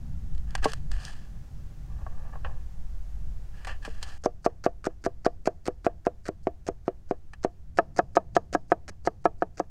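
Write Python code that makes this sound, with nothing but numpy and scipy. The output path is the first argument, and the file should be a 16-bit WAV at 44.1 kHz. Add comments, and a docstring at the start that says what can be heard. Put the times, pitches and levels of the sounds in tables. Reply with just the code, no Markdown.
"""Garlic is sliced with a kitchen knife on a wooden board that lies on a lawn, in a breeze.
First come slow cuts: cloves snap as sudden bursts of grainy noise, and the blade and fingers scrape
as swelling grainy noise. Light taps fall between these cuts. Then come quick strokes, about five a second:
noise ticks crunch through the clove, and most strokes end in a clear knock of damped board tones.
Filtered noise makes the wind on the microphone, the far rumble and the hiss of the air throughout."""
import sys
import numpy as np
from scipy import signal
from scipy.fft import rfft, irfft, next_fast_len
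from scipy.io import wavfile
from scipy.ndimage import uniform_filter1d, minimum_filter1d

SR = 44100
rng = np.random.default_rng(int(sys.argv[2]) if len(sys.argv) > 2 else 0)


def to_wav(sig):
    """Store sig (one row per channel, or 1-D mono) as 16-bit WAV at the path in sys.argv[1].

    Samples outside -1..1 are clipped; the rate is SR.
    """
    pcm = np.clip(np.atleast_2d(sig), -1, 1) * 32767
    pcm = np.round(pcm).astype(np.int16)
    wavfile.write(sys.argv[1], SR, pcm.T)  # frames by channels


N = 427769
TIME = np.arange(N) / SR
MIDDLE_FROM_S, SIDE_FROM_S = 4.18, 7.71   # when the knife moves to the middle and side of the board


def from_db(db):
    """Turn decibels into a factor of amplitude."""
    return 10 ** (np.asarray(db) / 20)


def rms_one(x):
    """Scale a sound to an average (RMS) level of 1."""
    return x / np.sqrt(np.mean(x ** 2) + 1e-20)


def add(out, sound, s):
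    """Mix a sound in at time s."""
    start = max(round(s * SR), 0)
    out[start:start + len(sound)] += sound[:max(N - start, 0)]


def band_pass(x, low_hz, high_hz):
    """Keep mainly what lies between two frequencies."""
    return signal.sosfilt(signal.butter(2, [low_hz, high_hz], "band", fs=SR, output="sos"), x)


def band_rms(x, low_hz, high_hz):
    """Strength of a sound within one band."""
    return np.std(band_pass(x, low_hz, high_hz)) + 1e-12


def coloured(x, colour):
    """Shape a sound to a spectrum with a filter that never sounds ahead of its input (minimum phase)."""
    size = next_fast_len(len(x), real=True) * 2
    hz, db = np.transpose(colour)
    bins = np.maximum(np.arange(size // 2 + 1) * SR / size, 1)
    curve_db = np.interp(np.log(bins), np.log(hz), db)
    # folding the cepstrum forward in time gives the minimum-phase response
    cepstrum = irfft(np.log(from_db(curve_db)))
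    cepstrum[1:size // 2] *= 2
    cepstrum[size // 2 + 1:] = 0
    response = np.exp(rfft(cepstrum))
    return irfft(rfft(x, size) * response)[:len(x)]


def coloured_noise(size, colour):
    """Random noise with a given spectrum, at level 1."""
    return rms_one(coloured(rng.standard_normal(size), colour))


def drift(rate):
    """Slow chance of spread 1, turning about rate times a second."""
    step = 40   # samples between the slow values
    r = np.exp(-2 * np.pi * rate * step / SR)
    chance = rng.standard_normal(N // step + 2002)
    slow = signal.lfilter([1], [1, -2 * r, r * r], chance)[2000:]   # drop the settling of the filter
    return np.interp(np.arange(N) / step, np.arange(len(slow)), rms_one(slow))


def place(s):
    """Where the knife works at time s: 0 far end, 1 middle, 2 side."""
    return np.searchsorted([MIDDLE_FROM_S, SIDE_FROM_S], s)


# How strong the breeze is. 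Each row: time in seconds, deep buffeting in dB, lighter flutter in dB,
# both before the random swings.
WIND = [(0, -37.5, -45.5), (1.5, -41, -49), (2.6, -37.5, -53), (4.05, -39, -55), (4.301, -48, -61.5),
        (7.6, -49, -62), (7.8, -51.5, -53), (9.7, -50.5, -59.5)]
# Gusts that stand out of the breeze. Each row: time of the peak in seconds, deep buffeting in dB.
GUSTS = [(0.36, -33), (0.62, -31), (0.95, -27.5), (2.04, -33)]
# The spectra of buffeting, flutter, far rumble and open air.
# Each row: frequency in Hz, relative strength in dB.
WIND_COLOUR = [(2, -3.5), (6, 17), (14, 7), (25, -3), (45, 4), (80, -6.5), (120, -32.5), (200, -44),
               (400, -71.5), (1000, -100)]
FLUTTER_COLOUR = [(30, -23), (60, -12), (88, -1.5), (125, 2), (165, -2.5), (220, -11.5), (300, -21.5),
                  (450, -40), (900, -57), (2000, -89.5)]
RUMBLE_COLOUR = [(30, -17), (60, -4.5), (88, 2.5), (115, -10.5), (200, -19), (450, -49.5), (2000, -96.5)]
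AIR_COLOUR = [(180, -26), (300, -0.5), (392, -6), (737, -6.5), (801, -5), (870, -11), (1780, -14),
              (2210, -18), (3830, -21), (6520, -20), (9880, -27.5), (15000, -29), (16000, -33.5)]
# Hiss of the open air in dB while the knife works at the far end, middle and side.
AIR_DB = (-62.5, -71.5, -72.5)


def outdoors(swing_db=1.0, flutter_swing_db=2.0, swings_per_s=3, rumble_db=-53, gust_width_s=0.043):
    """Deep buffeting with a few gusts and a lighter flutter of the breeze, over a far rumble and a thin hiss."""
    s, deep_db, light_db = np.transpose(WIND)
    wind = coloured(rng.standard_normal(N), WIND_COLOUR)
    wind /= band_rms(wind, 20, 90)
    flutter = coloured(rng.standard_normal(N), FLUTTER_COLOUR)
    flutter /= band_rms(flutter, 100, 240)
    air = coloured_noise(N, AIR_COLOUR) * from_db(AIR_DB)[place(TIME)]
    rumble = coloured_noise(N, RUMBLE_COLOUR) * from_db(rumble_db)
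    eddies = drift(swings_per_s)   # buffeting and flutter swing together
    gusts = sum(from_db(db) * np.exp(-.5 * ((TIME - at) / gust_width_s) ** 2) for at, db in GUSTS)
    breeze = from_db(np.interp(TIME, s, deep_db) + swing_db * eddies)
    wind *= np.hypot(breeze, gusts)
    flutter *= from_db(np.interp(TIME, s, light_db) + flutter_swing_db * eddies)
    return wind + flutter + rumble + air


# Faint scatter from the garden. Each row: frequency in Hz, relative strength in dB.
SCATTER_COLOUR = [(100, 9.5), (500, -5.5), (1500, -18.5), (5000, 2.5), (14000, -11)]


def garden(x, scatter_db=-35, t60_s=.55):
    """A weak diffuse echo from the ground and things standing round, made by a fading burst of noise."""
    t = TIME[:SR // 2]
    burst = coloured(rng.standard_normal(len(t)), SCATTER_COLOUR)
    echo = burst * from_db(-60 * t / t60_s) * (t > .012)   # nothing returns in the first 12 ms
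    return from_db(scatter_db) * signal.fftconvolve(x, echo / np.linalg.norm(echo))[:N]


def grains(size):
    """Dense tiny fractures, most of them weak and a few strong."""
    strength_db = 4 * np.minimum(rng.exponential(1, size), 5)
    return rng.standard_normal(size) * from_db(strength_db)


# The knife and board colour all rubbing and snapping.
# Each row: frequency in Hz, nominal width in Hz (peaks come out narrower, dips wider),
# height of the peak or depth of the dip in dB.
RUB_PEAKS = [(545.5, 200, 5.5), (752.8, 130, 8), (1170, 69, 8.5), (1480, 77, -3), (1700, 270, 10),
             (2140, 220, -11.5), (2830, 1500, 11.5), (3750, 520, -19), (3967, 250, 5), (5130, 230, 0.5),
             (5500, 740, -4), (8340, 150, -1.5)]


def through_knife(x):
    """The broad resonances and dips of blade and board, one after another."""
    for hz, width, db in RUB_PEAKS:
        sharpness = hz / width * from_db(db / 2)
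        resonance = signal.lfilter(*signal.iirpeak(hz, sharpness, fs=SR), x)
        x = x + (from_db(db) - 1) * resonance
    return x


def friction(colour):
    """A steady grainy rub of level 1."""
    return rms_one(through_knife(coloured(grains(N), colour)))


# The flat of the blade brushing the guiding fingers. Each row: frequency in Hz, relative strength in dB.
BRUSH_COLOUR = [(1500, -34), (3500, -17.5), (4700, 4), (6200, -1.5), (7900, -3), (9500, -8.5),
                (13000, -23.5)]


def brushes(level_db=-72):
    """On its way down in the quick strokes, the blade brushes faintly past the fingers."""
    envelope = np.zeros(N)
    for s, _, length, _ in STROKES:
        lead, size_db = rng.uniform(.012, .035), 3 * rng.standard_normal()
        if s > MIDDLE_FROM_S:
            swell = np.hanning(SR // 30)
            add(envelope, from_db(level_db + size_db) * swell, s - length - lead)
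    return envelope * friction(BRUSH_COLOUR)


# The dull rub of garlic moved over wood. Each row: frequency in Hz, relative strength in dB.
SHIFT_COLOUR = [(300, -20), (500, 3), (680, -3), (850, 3.5), (1100, 2), (1450, -8), (1750, -7.5),
                (2200, -18), (3000, -22), (6000, -26.5), (12000, -45.5)]


def nudges(level_db=-58, spread_db=3, t60=0.088):
    """Just after each quick knock the blade nudges the slice aside on the wood, a rub that fades."""
    envelope, t = np.zeros(N), TIME[:SR // 5]
    for s, *_ in STROKES:
        delay, size = rng.uniform(.015, .032), rng.standard_normal()
        if s > MIDDLE_FROM_S:
            add(envelope, from_db(level_db + spread_db * size - 60 * t / t60), s + delay)
    return uniform_filter1d(envelope, size=700) * friction(SHIFT_COLOUR)   # soften the onset


def drag(s, attack, t60, pressure_power=0.45):
    """Pressure grows as a power of the time since the drag began, then lets go."""
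    growing = np.clip((TIME - s) / attack, 0, 1) ** pressure_power
    return growing * from_db(-60 * np.maximum(TIME - s - attack, 0) / t60)


# Slow drags of the blade over skin and wood. Each row: start in seconds, seconds of growing pressure,
# seconds for the release to fade by 60 dB, rub in dB, hiss in dB (both levels before the shared trims).
SLIDES = [(0.47, 0.086, 0.35, -58, -70), (0.62, 0.03, 0.093, -37, -52), (0.669, .025, .26, -46, -50),
          (0.907, 0.038, 1, -50, -56), (1.0, 0.072, 0.38, -49.5, -51), (3.52, 0.099, .3, -57, -67),
          (3.665, 0.049, .14, -39.5, -55.5), (3.819, 0.029, 1, -53, -59.5), (4.01, .075, 0.55, -50.5, -56)]
# Fingers shift the next clove about on the board. Each row: start in seconds, seconds of growing pressure,
# seconds for the release to fade by 60 dB, level in dB before the uneven grip.
SHIFTS = [(1.87, 0.4, .9, -57.5), (2.324, 0.028, 0.074, -51.5), (2.444, 0.01, 0.38, -45.5)]
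# Low body and crisp top of drags and snaps. Each row: frequency in Hz, relative strength in dB.
BODY_COLOUR = [(200, -14.5), (500, -5), (850, 0.5), (1200, 0.5), (1750, 2.5), (2300, -4.5), (3000, -8),
               (4500, -14.5), (8000, -54)]
CRISP_COLOUR = [(2000, -25.5), (3500, 7), (4800, 7), (6800, 0), (9000, -2.5), (11000, -18.5), (15500, -14)]


def slides(rub_db=-1, hiss_db=-1, uneven_db=2, catches_per_s=40):
    """Steel and fingers drag over garlic skin and wood, catching unevenly as they go."""
    rub, hiss = np.zeros(N), np.zeros(N)
    for s, attack, t60, low_db, high_db in SLIDES:
        pressure = drag(s, attack, t60)
        rub += from_db(rub_db + low_db) * pressure
        hiss += from_db(hiss_db + high_db) * pressure
    shift = sum(from_db(db) * drag(s, attack, t60) for s, attack, t60, db in SHIFTS)
    # all dragging stops when the quick strokes begin
    grip = from_db(uneven_db * drift(catches_per_s)) * (TIME < MIDDLE_FROM_S)
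    return grip * (rub * friction(BODY_COLOUR) + hiss * friction(CRISP_COLOUR) + shift * friction(SHIFT_COLOUR))


# Cloves and their skins snapping. Each row: time in seconds, woody body in dB, crisp top in dB
# (both before the shared trims), seconds for the body to fade by 60 dB.
SNAPS = [(0.35, -56, -55, 0.012), (0.379, -59, -51.5, 0.022), (0.507, -56, -50.5, 0.02),
         (0.552, -26.5, -31.5, 0.032), (0.578, -49.5, -56.8, 0.1), (0.643, -29.5, -31, 0.074),
         (0.7, -55, -49, 0.059), (0.719, -43, -40, 0.017), (0.734, -34.5, -31.5, 0.022),
         (0.916, -43, -37.5, 0.025), (1.051, -56, -35, 0.025), (2.447, -36, -76, 0.058),
         (3.648, -41.5, -46, 0.056), (3.671, -35, -45.5, 0.072), (3.849, -39.5, -44, 0.11),
         (4.028, -39.5, -35, 0.063), (7.334, -45, -55.5, 0.048)]


def snaps(body_db=3, crisp_db=3):
    """Sudden cracks that die away quickly, each with a woody body and a crisp top."""
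    body, crisp, t = np.zeros(N), np.zeros(N), TIME[:SR // 5]
    for s, low_db, high_db, t60 in SNAPS:
        add(body, from_db(body_db + low_db - 60 * t / t60), s)
        add(crisp, from_db(crisp_db + high_db - 60 * t / (0.73 * t60)), s)   # the top fades sooner
    return body * friction(BODY_COLOUR) + crisp * friction(CRISP_COLOUR)


def radiated(x, low_hz=165, contact_hz=2700):
    """The board is too small to radiate deep bass, and the edge sinks in too gently for its highest notes."""
    return band_pass(x, low_hz, contact_hz)


# The crunch of a clove, also used for the steel click; the board shuddering on the grass after a knock;
# and wood fibres giving way under the edge. Each row: frequency in Hz, relative strength in dB.
CRUNCH_COLOUR = [(150, 5), (400, 8.5), (720, 9), (940, -2.5), (1400, 9), (2450, -3.5), (3500, -11),
                 (4500, -1.5), (6300, -1.5), (9000, -14), (10500, -25), (12800, -25), (15000, -38)]
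SHUDDER_COLOUR = [(80, -10.5), (200, 6.5), (400, 3.5), (830, 2), (1150, -9.5), (1600, -20.5), (2500, -28),
                  (6000, -43)]
FIBRE_COLOUR = [(150, -15), (350, -1.5), (750, 3), (1000, -4.5), (1250, -0.5), (1800, -9.5), (2600, -16),
                (3500, -26.5), (8000, -46)]


def knock(modes, hardness_db, opposed, click_db=-21, click_t60=0.018, shudder_db=-27, fibre_db=-9,
          fibre_t60=0.034):
    """The edge hits the board: damped modes, a steel click, a crack of fibres and a faint shudder.

    hardness_db tilts the modes, in dB per octave: a harder blow is brighter."""
    t = TIME[:SR // 3]
    hz, db, t60 = np.transpose(modes)[:, :, None]
    # no two blows land on quite the same spot
    chance_db, detune, grip = rng.standard_normal((3, *hz.shape))
    hz = hz * (1 + .015 * detune)
    db = db + 1.3 * chance_db
    t60 = t60 * np.exp(.1 * grip)
    strength = from_db(db + hardness_db * np.log2(np.minimum(hz, 1400) / 500))
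    signs = (-1) ** (opposed * np.arange(len(hz))[:, None])
    # bending waves spread at unequal speeds, so the higher modes start a trifle apart
    delay = (hz > 900) * rng.uniform(0, .0012, hz.shape)
    age = np.maximum(t - delay, 0)
    ringing = signs * strength * from_db(-60 * age / t60) * np.sin(2 * np.pi * hz * age)
    wood = radiated(np.sum(ringing, axis=0))
    wood /= band_rms(wood[:SR // 50], 250, 900)   # level 1 in the first 20 ms
    click = coloured_noise(len(t), CRUNCH_COLOUR) * from_db(click_db - 60 * t / click_t60)
    shudder = coloured_noise(len(t), SHUDDER_COLOUR) * from_db(shudder_db - 60 * t / .22)
    fibres = coloured_noise(len(t), FIBRE_COLOUR) * from_db(fibre_db - 60 * t / fibre_t60)
    return wood + click + fibres + shudder


# Light taps of the blade while the next clove is set in place.
# Each row: time in seconds, knock in dB, tilt towards the bright side in dB per octave.
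TAPS = [(2.065, -45.5, 8.5), (2.355, -51, 14), (2.447, -47, 18), (2.493, -56, 4)]


def taps():
    """The blade touches the far end of the board without cutting."""
    out = np.zeros(N)
    for s, knock_db, hardness_db in TAPS:
        add(out, from_db(knock_db) * knock(BOARD_FAR, hardness_db, opposed=True), s)
    return out


def crunch(length, swell_db=4, release_t60=0.013):
    """The blade breaks the skin at once, then bursts cells in a few uneven ticks until it reaches the board."""
    t = TIME[:SR // 10]
    starts = np.cumsum(np.r_[0, rng.uniform(.003, .011, 12)])[:, None]
    sizes_db = np.r_[-1, 4 * rng.standard_normal(12)][:, None]
    fading = from_db(sizes_db - 60 * np.abs(t - starts) / .016)
    ticks = (t >= starts) * (starts < length) * fading
    tearing = from_db(-12 - 60 * np.maximum(t - length, 0) / release_t60)
    swell = from_db(swell_db * np.minimum(t / length, 1))
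    shape = (ticks.sum(axis=0) + tearing) * swell
    colour = [(hz, db + 2.2 * rng.standard_normal()) for hz, db in CRUNCH_COLOUR]   # each crunch differs
    sound = coloured(rng.standard_normal(len(t)) * shape, colour)
    return sound / band_rms(sound[:round(length * SR)], 3000, 12000)


# Cuts through a clove. Each row: time in seconds when the edge meets the board, knock in dB before
# the shared trim, seconds spent in the clove, crunch in dB.
STROKES = [(0.6552, -22, .028, -49), (3.876, -41.5, 0.1, -85.5), (4.2605, -21.5, .023, -43.5),
           (4.463, -19.5, 0.018, -45), (4.6635, -19.5, .024, -46.5), (4.8696, -26, 0.027, -46),
           (5.064, -23, .024, -46.5), (5.2643, -19.5, .017, -42.5), (5.4748, -20.5, 0.018, -43.5),
           (5.6825, -25.5, 0.027, -45.5), (5.866, -19, 0.02, -51), (6.068, -20.5, 0.016, -54.5),
           (6.2895, -29.5, 0.035, -49.5), (6.4706, -23, 0.017, -74.5), (6.6878, -26.5, .021, -46.5),
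           (6.8802, -23.5, 0.024, -68), (7.1109, -24, 0.021, -65.5), (7.4481, -22.5, .017, -48),
           (7.787, -14, 0.014, -45), (7.9907, -17.5, 0.027, -43.5), (8.1689, -15.5, .015, -44),
           (8.3659, -17.5, 0.014, -42), (8.5489, -20.5, 0.021, -42.5), (8.719, -17.5, 0.018, -59.5),
           (8.899, -55, 0.019, -47), (9.0737, -21.5, 0.022, -45.5), (9.255, -16.5, 0.012, -54.5),
           (9.422, -22, 0.015, -66.5), (9.6, -25, 0.028, -49.5)]
# How the board rings when struck at its far end, middle and side, before each blow's random spread.
# Each row: frequency in Hz, relative level in dB, seconds to fade by 60 dB.
BOARD_FAR = [(184, -14.5, 0.099), (294, -5, 0.041), (445, -5, 0.091), (616, 0, 0.045), (802, -0.5, 0.041),
             (998, -2.5, 0.026), (1102, -3, 0.055), (1300, -16.5, 0.029), (1650, -11, 0.023),
             (2030, -30, 0.014), (2770, -34.5, 0.019)]
BOARD_MIDDLE = [(174, -15.5, 0.016), (323, -13.5, 0.094), (388.4, 5, 0.048), (485.4, 1.5, 0.062),
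                (600, -1, 0.054), (660, 2.5, 0.049), (689, -10, 0.099), (1153, -19.5, 0.041),
                (1160, -12, 0.034), (1370, -27.5, 0.044), (1592, -26.5, 0.041), (1806, -33.5, 0.042),
                (2506, -28, 0.023)]
BOARD_SIDE = [(192.4, -25.5, .089), (308.6, -6, 0.035), (398.5, -1.5, 0.015), (443, -17, .073),
              (554, -5, 0.027), (637.5, -16.5, 0.073), (697, 0.5, 0.038), (800, -0.5, 0.0054),
              (910, -16.5, 0.051), (1150, -19, 0.046), (1266, -9.5, 0.031), (1592, -14, 0.027),
              (1715, -13.5, 0.028), (1870, -23, 0.0059), (2520, -39.5, 0.012), (2510, -31.5, 0.031),
              (3090, -35.5, 0.028), (4020, -35, 0.027)]
# A stronger knock is brighter: tilt of the usual knock in dB per octave, further tilt for each dB of strength.
TILT_FAR, TILT_MIDDLE, TILT_SIDE = (.1, 0.4), (3.6, 2.1), (-2.1, 0.53)


def strokes(board_db=-0.12, usual_knock_db=-21):
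    """Every stroke is a crunch that ends in a knock, the stronger the brighter."""
    out = np.zeros(N)
    boards = [(BOARD_FAR, TILT_FAR), (BOARD_MIDDLE, TILT_MIDDLE), (BOARD_SIDE, TILT_SIDE)]
    for s, knock_db, length, crunch_db in STROKES:
        modes, (usual_tilt, tilt_per_db) = boards[place(s)]
        hardness_db = usual_tilt + tilt_per_db * (knock_db - usual_knock_db)
        # in the middle all modes swing the same way; near an edge neighbouring modes swing in opposition
        blow = knock(modes, hardness_db, opposed=modes is not BOARD_MIDDLE)
        add(out, from_db(board_db + knock_db) * blow, s)
        add(out, from_db(crunch_db) * crunch(length), s - length)
    return out


def scene():
    """Knife sounds, soft at the very top, with their echo and the weather."""
    knife = strokes() + taps() + snaps() + slides() + brushes() + nudges()
    knife = signal.sosfilt(signal.butter(6, 13200, fs=SR, output="sos"), knife)
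    return (knife + garden(knife) + outdoors())[None]


def record(dry, limit_db=-3, release_db_per_s=697.5, cutoff_hz=15900):
    """A fast limiter holds down the hardest knocks, and the top is cut steeply."""
    over_db = np.maximum(20 * np.log10(np.abs(dry) + 1e-9) - limit_db, 0)
    recovery = release_db_per_s * TIME
    gain_db = recovery - np.maximum.accumulate(over_db + recovery, axis=-1)
    # hold each dip a little wider, then smooth it
    gain_db = uniform_filter1d(minimum_filter1d(gain_db, size=60), size=60)
    top_cut = signal.ellip(10, .1, 70, cutoff_hz, fs=SR, output="sos")
    return signal.sosfilt(top_cut, dry * from_db(gain_db))


dry = scene()
out = record(dry)
to_wav(out)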